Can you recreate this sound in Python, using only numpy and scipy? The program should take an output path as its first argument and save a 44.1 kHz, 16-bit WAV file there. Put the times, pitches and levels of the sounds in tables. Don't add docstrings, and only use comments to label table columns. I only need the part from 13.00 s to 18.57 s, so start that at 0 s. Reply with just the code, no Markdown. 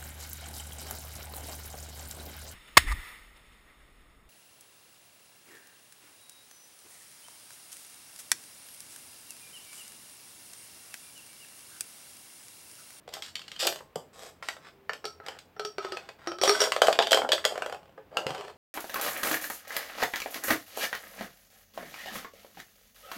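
import sys
import numpy as np
from scipy import signal
from scipy.fft import rfft, irfft
from scipy.io import wavfile
from scipy.ndimage import uniform_filter1d

SR = 44100
rng = np.random.default_rng(int(sys.argv[2]) if len(sys.argv) > 2 else 0)


def transcribe(signal):
    frames = np.atleast_2d(signal).T
    limited = np.clip(frames, -1, 1)
    pcm = np.round(limited * 32767).astype(np.int16)
    wavfile.write(sys.argv[1], SR, pcm)


N = 245637


def clacks():
    # t/s, level/dB, body/dB, hardness/dB, f/Hz
    blows = [(0.077, -42, 2.5, -3.5, 660), (0.089, -47.5, -2, 2, 700), (0.138, -36.5, 0, 14, 1620),
             (0.167, -42.5, 0, -6, 810), (0.222, -36.5, -12, 7.5, 2130), (0.354, -32, -23, 11.5, 2290),
             (0.48, -43, -17.5, 9.5, 814), (0.516, -40, -13, 8, 2100), (0.562, -43, -17, 5, 780),
             (0.627, -33, 20, 2, 547), (0.669, -24, -6, 27, 520), (0.673, -23, -3, 8.5, 495),
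             (0.806, -44.5, 1, -24, 1084), (0.957, -31.5, 9.5, 0, 480), (1.425, -38, -10, -9, 1030),
             (1.486, -28.5, -5.5, 2.5, 1917), (1.566, -46, 4.5, -0.5, 1380),
             (1.894, -28.5, -6.5, -11.5, 1810), (1.933, -37.5, -4.5, 4.5, 420),
             (2.263, -40.5, 1, 9.5, 1750), (2.284, -34.5, 0, 4, 790), (2.388, -46, -18, 9.5, 696),
             (2.97, -34, -7.5, -1, 676), (3.089, -40, 2, 1.5, 1310), (3.435, -18, 8.5, 9, 666),
             (3.549, -27, -13, -12, 1420), (3.617, -20.5, 6.5, 7, 517), (3.639, -26, -3.5, 0, 640),
             (3.672, -28, -2, -19, 545), (3.72, -22, -8.5, -4.5, 1130), (3.763, -23.5, -7, -10, 560),
             (3.818, -12, -2, -6, 640), (3.87, -25.5, -8.5, -1.5, 630), (3.883, -13, 5.5, -10, 697),
             (3.927, -25, -7.5, 0.5, 650), (3.954, -35.5, -7.5, -6, 720), (3.989, -15, 0.5, 2, 840),
             (4.002, -20.5, 5, -14, 830), (4.024, -27, -11.5, 5.5, 697), (4.07, -26.5, -6, 2.5, 664),
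             (4.109, -25, -5, 9, 620), (4.118, -16.5, 9.5, 11.5, 644), (4.13, -15, -14, -4, 630),
             (4.145, -20, 13, 10.5, 665), (4.173, -20.5, 1, -3, 990), (4.187, -24.5, 20, -7.5, 746),
             (4.218, -25.5, -0.5, -15.5, 870), (4.247, -27.5, 2, -23.5, 840), (4.29, -25, 4, 1.5, 610),
             (4.319, -17.5, -19, 1.5, 620), (4.33, -21.5, 7, 9, 566), (4.379, -33, -21, -15, 520),
             (4.442, -33, -20.5, -11, 590), (4.451, -18.5, -7.5, 2.5, 580), (4.455, -26, 1.5, -11, 599.5),
             (4.521, -32, 21, -2, 540), (4.556, -34.5, -5.5, -13, 626), (4.577, -29, -1.5, -9.5, 597),
             (4.621, -27, -9.5, -16, 576), (4.979, -45, -2, -25.5, 510), (5.17, -22.5, -2, -2, 1360),
             (5.266, -28, -3.5, -3, 490)]
    out = np.zeros(N)
    for at_s, *blow in blows:
        add(out, at_s, strike(at_s, *blow))
    return out


def jostles(gap_s=0.027, gap_scatter=0.25, detune=0.14, fade_db=-11.5, spread_db=2.5, count=10):
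    # start/s, end/s, level/dB, body/dB, hardness/dB, f/Hz
    runs = [(0.366, 0.47, -41.5, -11, 9, 1200), (0.725, 0.795, -37, -4.5, 1.5, 533),
            (4.661, 4.749, -31, -2.5, -11, 627.8), (4.83, 4.944, -52, 0.5, -7.5, 566),
            (5.305, 5.492, -34.5, -4, -4.5, 740)]
    out = np.zeros(N)
    for start_s, end_s, level_db, body_db, hardness_db, hz in runs:
        at_s = start_s
        for gap, force, pitch in rng.standard_normal((count, 3)):
            db = level_db + fade_db * (at_s - start_s) / (end_s - start_s) + spread_db * force
            clack = strike(at_s, db, body_db, hardness_db, hz * np.exp(detune * pitch))
            add(out, at_s, (at_s < end_s) * clack)
            at_s += gap_s * np.exp(gap_scatter * gap)
    return out


def strike(at_s, level_db, body_db, hardness_db, low_hz, scatter=0.07):
    # t/s, f/Hz
    bend = [(0.1, 3700), (0.36, 3000), (0.67, 2700), (0.96, 3400), (1.45, 2180), (2.3, 2040), (3.45, 3200),
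            (4.45, 3248), (4.7, 2800), (5.5, 2920)]
    high_hz = np.interp(at_s, *np.transpose(bend)) * np.exp(scatter * rng.standard_normal())
    return knock(level_db, body_db, *treble(at_s, hardness_db), low_hz, high_hz)


def knock(level_db, body_db, snap_db, fizz_db, low_hz, high_hz, firm_s=0.0011, light_s=0.0024, size=4096):
    hz = bins(size)
    db = wood_db(hz, body_db, snap_db, fizz_db) + 3 * ripple(hz)
    for mode_hz, half_width_hz, peak_db in (low_hz, 120, 8), (high_hz, 260, 9):
        db += peak_db / (1 + ((hz - mode_hz) / half_width_hz) ** 2)
    contact_s = np.interp(level_db, [-45, -20], [light_s, firm_s])
    sound = irfft(chatter(contact_s) * rfft(causal(db)))
    sound = np.roll(sound, 16)[:size // 2]
    return amp(level_db) * sound * np.sqrt(0.008 * SR / np.sum(sound ** 2))


def chatter(fall_s, rise_s=0.00021, linger=0.13, linger_s=0.0069, size=4096):
    t = np.arange(size) / SR
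    force = (1 - np.exp(-t / rise_s)) * (np.exp(-t / fall_s) + linger * np.exp(-t / linger_s))
    spectrum = rfft(rng.standard_normal(size) * force)
    return spectrum / np.sqrt(uniform_filter1d(abs(spectrum) ** 2, size=40))


def wood_db(hz, body_db, snap_db, fizz_db, sparkle_from_db=14, sparkle_slope=0.48):
    # f/Hz, level/dB
    wood = [(60, -44.5), (200, -24), (300, -17), (420, -4.5), (650, -1), (1000, -7), (1400, -6.5),
            (2050, -11.5), (2450, -14), (3200, -12), (4100, -15.5), (4750, -12.5), (5300, -16.5),
            (6100, -21.5), (8200, -19.5), (9400, -31), (13000, -31), (16000, -45)]
    bands_hz = [700, 1500, 3600, 8000, 14000]
    sparkle_db = fizz_db + sparkle_slope * max(fizz_db - sparkle_from_db, 0)
    colour = list(zip(bands_hz, [body_db, 0, snap_db, fizz_db, sparkle_db]))
    return read(wood, hz) + read(colour, hz)


def treble(at_s, hardness_db):
    # t/s, level/dB
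    top_treble = [(0.14, 1.5), (0.36, -7), (0.67, -2.5), (0.96, 11.5), (1.3, 6.5), (1.5, -1), (1.9, -2),
                  (3.1, -4.5), (3.72, 3.5), (3.88, 5), (3.99, -10.5), (4.13, 1.5), (4.22, -4.5), (4.32, -2),
                  (4.68, 9.5), (4.9, 0.5)]
    return hardness_db, 1.274 * hardness_db + np.interp(at_s, *np.transpose(top_treble))


def ripple(hz, closest_hz=650, widest_hz=2600, count=9):
    spacing_hz = np.geomspace(closest_hz, widest_hz, count)[:, None]
    waves = np.cos(2 * np.pi * (hz / spacing_hz + rng.random((count, 1)))).sum(0)
    return unit(waves) * np.minimum(hz / widest_hz, 1)


def case(hum_db=-0.5, overtone_db=-3.5, wall_db=-6):
    # t/s, level/dB, hardness/dB, wall drive offset/dB
    blows = [(1.894, -38.5, -8, -18), (2.042, -39, -12, -8), (2.053, -34, 7.5, -12), (2.2, -46, -19, -35),
             (2.564, -49, -16, -18), (2.595, -33, -2, -17), (2.649, -34.5, 4.5, -9),
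             (2.782, -32, -7.5, -21), (2.847, -34.5, -8, -23), (2.921, -34.5, -1.5, -22),
             (3.272, -31.5, -5.5, -10.5), (3.317, -35.5, -8, -19), (3.385, -41.5, 0, -13),
             (3.414, -28.5, -3, -2), (3.476, -22.5, -7.5, -2.5), (3.494, -19, 2.5, -15),
             (3.603, -28, 4.5, 3.5)]
    # t/s, f1/Hz, f2/Hz
    air = [(1.9, 439.6, 1410), (2.06, 414, 1319), (2.62, 422.5, 1297), (2.79, 397, 1281), (2.93, 374, 1270),
           (3.28, 344, 1303), (3.42, 379, 1254), (3.498, 417, 1238), (3.63, 429, 1344)]
    air_s, first_hz, second_hz = np.transpose(air)
    knocks, rings = np.zeros(N), np.zeros(N)
    for at_s, level_db, hardness_db, drive_db in blows:
        tap = knock(level_db, body_db=-8.5, snap_db=hardness_db - 0.5, fizz_db=1.274 * hardness_db - 4.5,
                    low_hz=685, high_hz=4490)
        hum = ring(np.interp(at_s, air_s, first_hz), t60_s=0.14)
        overtone = cluster(np.interp(at_s, air_s, second_hz), spread_hz=45, t60_s=0.2, count=3)
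        add(knocks, at_s, tap)
        add(rings, at_s, amp(level_db + hum_db) * (hum + amp(overtone_db) * overtone))
        add(rings, at_s, amp(wall_db) * wall(level_db + drive_db))
    return knocks, rings


def wall(level_db, firm_db=-30, main_hz=5700):
    # f/Hz, spread/Hz, level/dB, t60/s
    modes = [(3650, 76, -17.5, .18), (4720, 130, -8, 0.25), (5540, 64, 7, 0.24), (5750, 50, 3, 0.17),
             (5810, 320, -1, 0.14), (8970, 46, -6, 0.25), (8850, 570, -4.5, 0.077), (11000, 750, -21, 0.21),
             (15000, 240, -17, 0.24)]
    tilt_db_per_octave = min(level_db - firm_db, 0)
    out = 0
    for hz, spread_hz, db, t60_s in modes:
        octaves = max(np.log2(hz / main_hz), 0)
        out += amp(db + tilt_db_per_octave * octaves) * cluster(hz, spread_hz, t60_s, count=4)
    return amp(level_db) * out


def slides(catches_per_s=330, spread_db=4, hiss=0.65, ramp_db=(-12, 0, -10.5), edge_s=0.0015, size=1024):
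    # level/dB, body/dB, hardness/dB
    strokes = [(0.123, 0.125, 0.2, -46.5, -5.5, -0.5), (0.224, 0.235, 0.3, -45, -14.5, 7),
               (0.362, 0.57, 0.8, -59, -12, 5), (0.592, 0.608, 0.66, -29, -10.5, 11.5),
               (0.626, 0.662, 0.71, -34.5, 10, -6), (1.129, 1.236, 1.303, -48, -1, -0.5),
               (1.429, 1.42, 1.54, -48, -7, -0.5), (1.602, 1.686, 1.697, -52, -10.5, -6.5),
               (2.232, 2.29, 2.38, -49, -4.5, -8.5), (2.778, 2.832, 3.12, -51, -4, -3),
               (3.186, 3.41, 3.3, -48, -5, -7), (3.414, 3.44, 3.65, -32, 0.5, 3),
               (3.589, 3.624, 3.67, -29.5, -5.5, -3), (3.82, 3.831, 3.94, -37, -3.5, -2.5),
               (4, 4.03, 4.04, -33.5, -6.5, 4.5), (4.114, 4.148, 4.1, -32, 1, -1.5),
               (4.183, 4.24, 4.2, -45, 23, -17), (4.49, 4.513, 4.65, -44, 2, -9),
               (4.975, 4.983, 4.98, -43, 1.5, -18), (5.11, 5.19, 5.3, -41.5, 8, -11),
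               (5.265, 5.29, 5.51, -41, 4.5, -5)]
    out, hz = np.zeros(N), bins(size)
    for start_s, anchor_s, nominal_end_s, level_db, body_db, hardness_db in strokes:
        count = max(round((nominal_end_s - start_s) * SR), size)
        t = np.arange(count) / SR
        caught = rng.random(count) < catches_per_s / SR
        force = amp(spread_db * np.minimum(rng.exponential(1, count), 3))
        impulses = caught * force * rng.choice([-1, 1], count)
        catches = signal.fftconvolve(impulses, irfft(chatter(fall_s=0.00089)))[:count]
        ramp = amp(np.interp(start_s + t, [start_s, anchor_s, nominal_end_s], ramp_db))
        pressure = np.minimum(np.minimum(t, t[-1] - t) / edge_s, 1)
        friction = ramp * pressure * unit(unit(catches) + hiss * rng.standard_normal(count))
        colour = causal(wood_db(hz, body_db, *treble(anchor_s, hardness_db)) + 2.2 * ripple(hz))
        add(out, start_s, amp(level_db) * signal.fftconvolve(friction, colour / np.linalg.norm(colour)))
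    return out


def thuds_and_hum(upper_ratio=1.97, spread=0.38, upper_db=-6):
    # t/s, level/dB, f/Hz, t60/s
    events = [(0.96, -38.5, 162, 0.077), (0.958, -35, 441, .19), (4.235, -38.5, 244, 0.13),
              (5.174, -49, 170.6, 0.082), (5.261, -30, 144.9, 0.043), (5.285, -42, 290, 0.073),
              (5.302, -38.5, 141, 0.088), (5.329, -46.5, 182, .11)]
    out = np.zeros(N)
    for at_s, level_db, hz, t60_s in events:
        low = ring(hz, t60_s, rise_s=0.0033)
        upper = cluster(hz * upper_ratio, hz * upper_ratio * spread, t60_s, rise_s=0.00093)
        add(out, at_s, amp(level_db) * (low + amp(upper_db) * upper))
    return out


def boards(x, gain_db=-66):
    # f/Hz, level/dB, t60/s
    modes = [(545, 13.5, 0.093), (630, -23.5, 0.4), (730, -18.5, 0.44), (844, 7, 0.33), (1068, -3, 0.73),
             (1380, 1, 0.19), (1780, -17, .4), (1880, -25.5, 0.23)]
    response = sum(amp(db) * ring(hz, t60_s, rise_s=0.00054) for hz, db, t60_s in modes)
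    return amp(gain_db) * signal.fftconvolve(x, response)[:N]


def room(x, crossfade_hz=2.2, count=3):
    t = np.arange(N) / SR
    fades = [np.sqrt(2 / count) * np.cos(np.pi * (crossfade_hz * t + k / count)) for k in range(count)]
    return sum(signal.fftconvolve(x * fade, reflections())[:N] for fade in fades)


def reflections(delay_s=0.003, echoes_per_s=5000, size=256):
    # f/Hz, t60/s
    decay = [(150, 0.49), (550, 0.24), (1400, 0.18), (4000, 0.23), (9000, 0.26), (16000, 0.28)]
    count = SR * 3 // 5
    echoes = rng.choice([-1., 1.], count) * (rng.random(count) < echoes_per_s / SR)
    hz, t, bands = signal.stft(echoes, SR, nperseg=size)
    bands = bands * amp(-60 * t / read(decay, hz)[:, None])
    response = signal.istft(bands, SR, nperseg=size)[1]
    response *= np.arange(len(response)) > delay_s * SR
    return response / np.linalg.norm(response)


def faint_hum(start_s=1.7, end_s=1.965, hz=393, level_db=-61):
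    out = np.zeros(N)
    t = np.arange(round((end_s - start_s) * SR)) / SR
    swell = np.sin(np.pi * t / t[-1])
    add(out, start_s, amp(level_db) * np.sqrt(2) * np.sin(2 * np.pi * hz * t) * swell)
    return out


def noise_floor(level_db=-61):
    # f/Hz, relative density/dB
    shape = [(20, -8.5), (35, -28.5), (50, 3.5), (65, -14.5), (82, 7), (105, -8), (140, 1), (220, -4),
             (500, -5), (1000, -11), (2500, -17.5), (6000, -31.5), (10000, -35.5), (16000, -26.5)]
    spectrum = rfft(rng.standard_normal(N)) * amp(read(shape, bins(N)))
    return amp(level_db) * unit(irfft(spectrum, N))


def ring(hz, t60_s, rise_s=0.0011):
    t = np.arange(SR // 3) / SR
    return np.sqrt(2) * np.sin(2 * np.pi * hz * t) * amp(-60 * t / t60_s) * (1 - np.exp(-t / rise_s))


def cluster(hz, spread_hz, t60_s, rise_s=0.00092, count=7):
    t = np.arange(SR // 3) / SR
    offset, phase = rng.random((2, count, 1))
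    modes_hz = hz + spread_hz * (2 * (np.arange(count)[:, None] + offset) / count - 1)
    envelope = amp(-60 * t / t60_s) * (1 - np.exp(-t / rise_s))
    sound = np.sin(2 * np.pi * (modes_hz * t + phase)).sum(0) * envelope
    return sound * np.sqrt(np.sum(envelope ** 2) / np.sum(sound ** 2))


def causal(db):
    log_gain = np.log(amp(np.r_[db, db[-2:0:-1]]))
    return np.fft.ifft(np.exp(np.conj(signal.hilbert(log_gain)))).real


def amp(db):
    return np.exp(np.asarray(db) * np.log(10) / 20)


def unit(x):
    return x / np.sqrt(np.mean(x ** 2) + 1e-20)


def read(points, hz):
    points_hz, value = np.transpose(points)
    return np.interp(np.log(hz + 1), np.log(points_hz + 1), value)


def add(mix, at_s, sound):
    part = mix[max(round(at_s * SR), 0):][:len(sound)]
    part += sound[:len(part)]


def bins(size):
    return np.fft.rfftfreq(size, 1 / SR)


def scene(slide_db=2, hit_room_db=-4, slide_room_db=-2, ring_room_db=-10):
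    knocks, rings = case()
    hits = clacks() + jostles() + knocks
    rubs = amp(slide_db) * slides()
    rings += thuds_and_hum()
    reverb = room(amp(hit_room_db) * hits + amp(slide_room_db) * rubs + amp(ring_room_db) * rings)
    return (hits + rubs + rings + boards(hits + rubs) + reverb + faint_hum() + noise_floor())[None]


def record(dry, low_hz=42, high_hz=16000):
    highpass = signal.butter(2, low_hz, "highpass", fs=SR, output="sos")
    lowpass = signal.firwin(301, high_hz, window=("kaiser", 9), fs=SR)
    return signal.oaconvolve(signal.sosfilt(highpass, dry), lowpass[None], "same")


dry = scene()
out = record(dry)
transcribe(out)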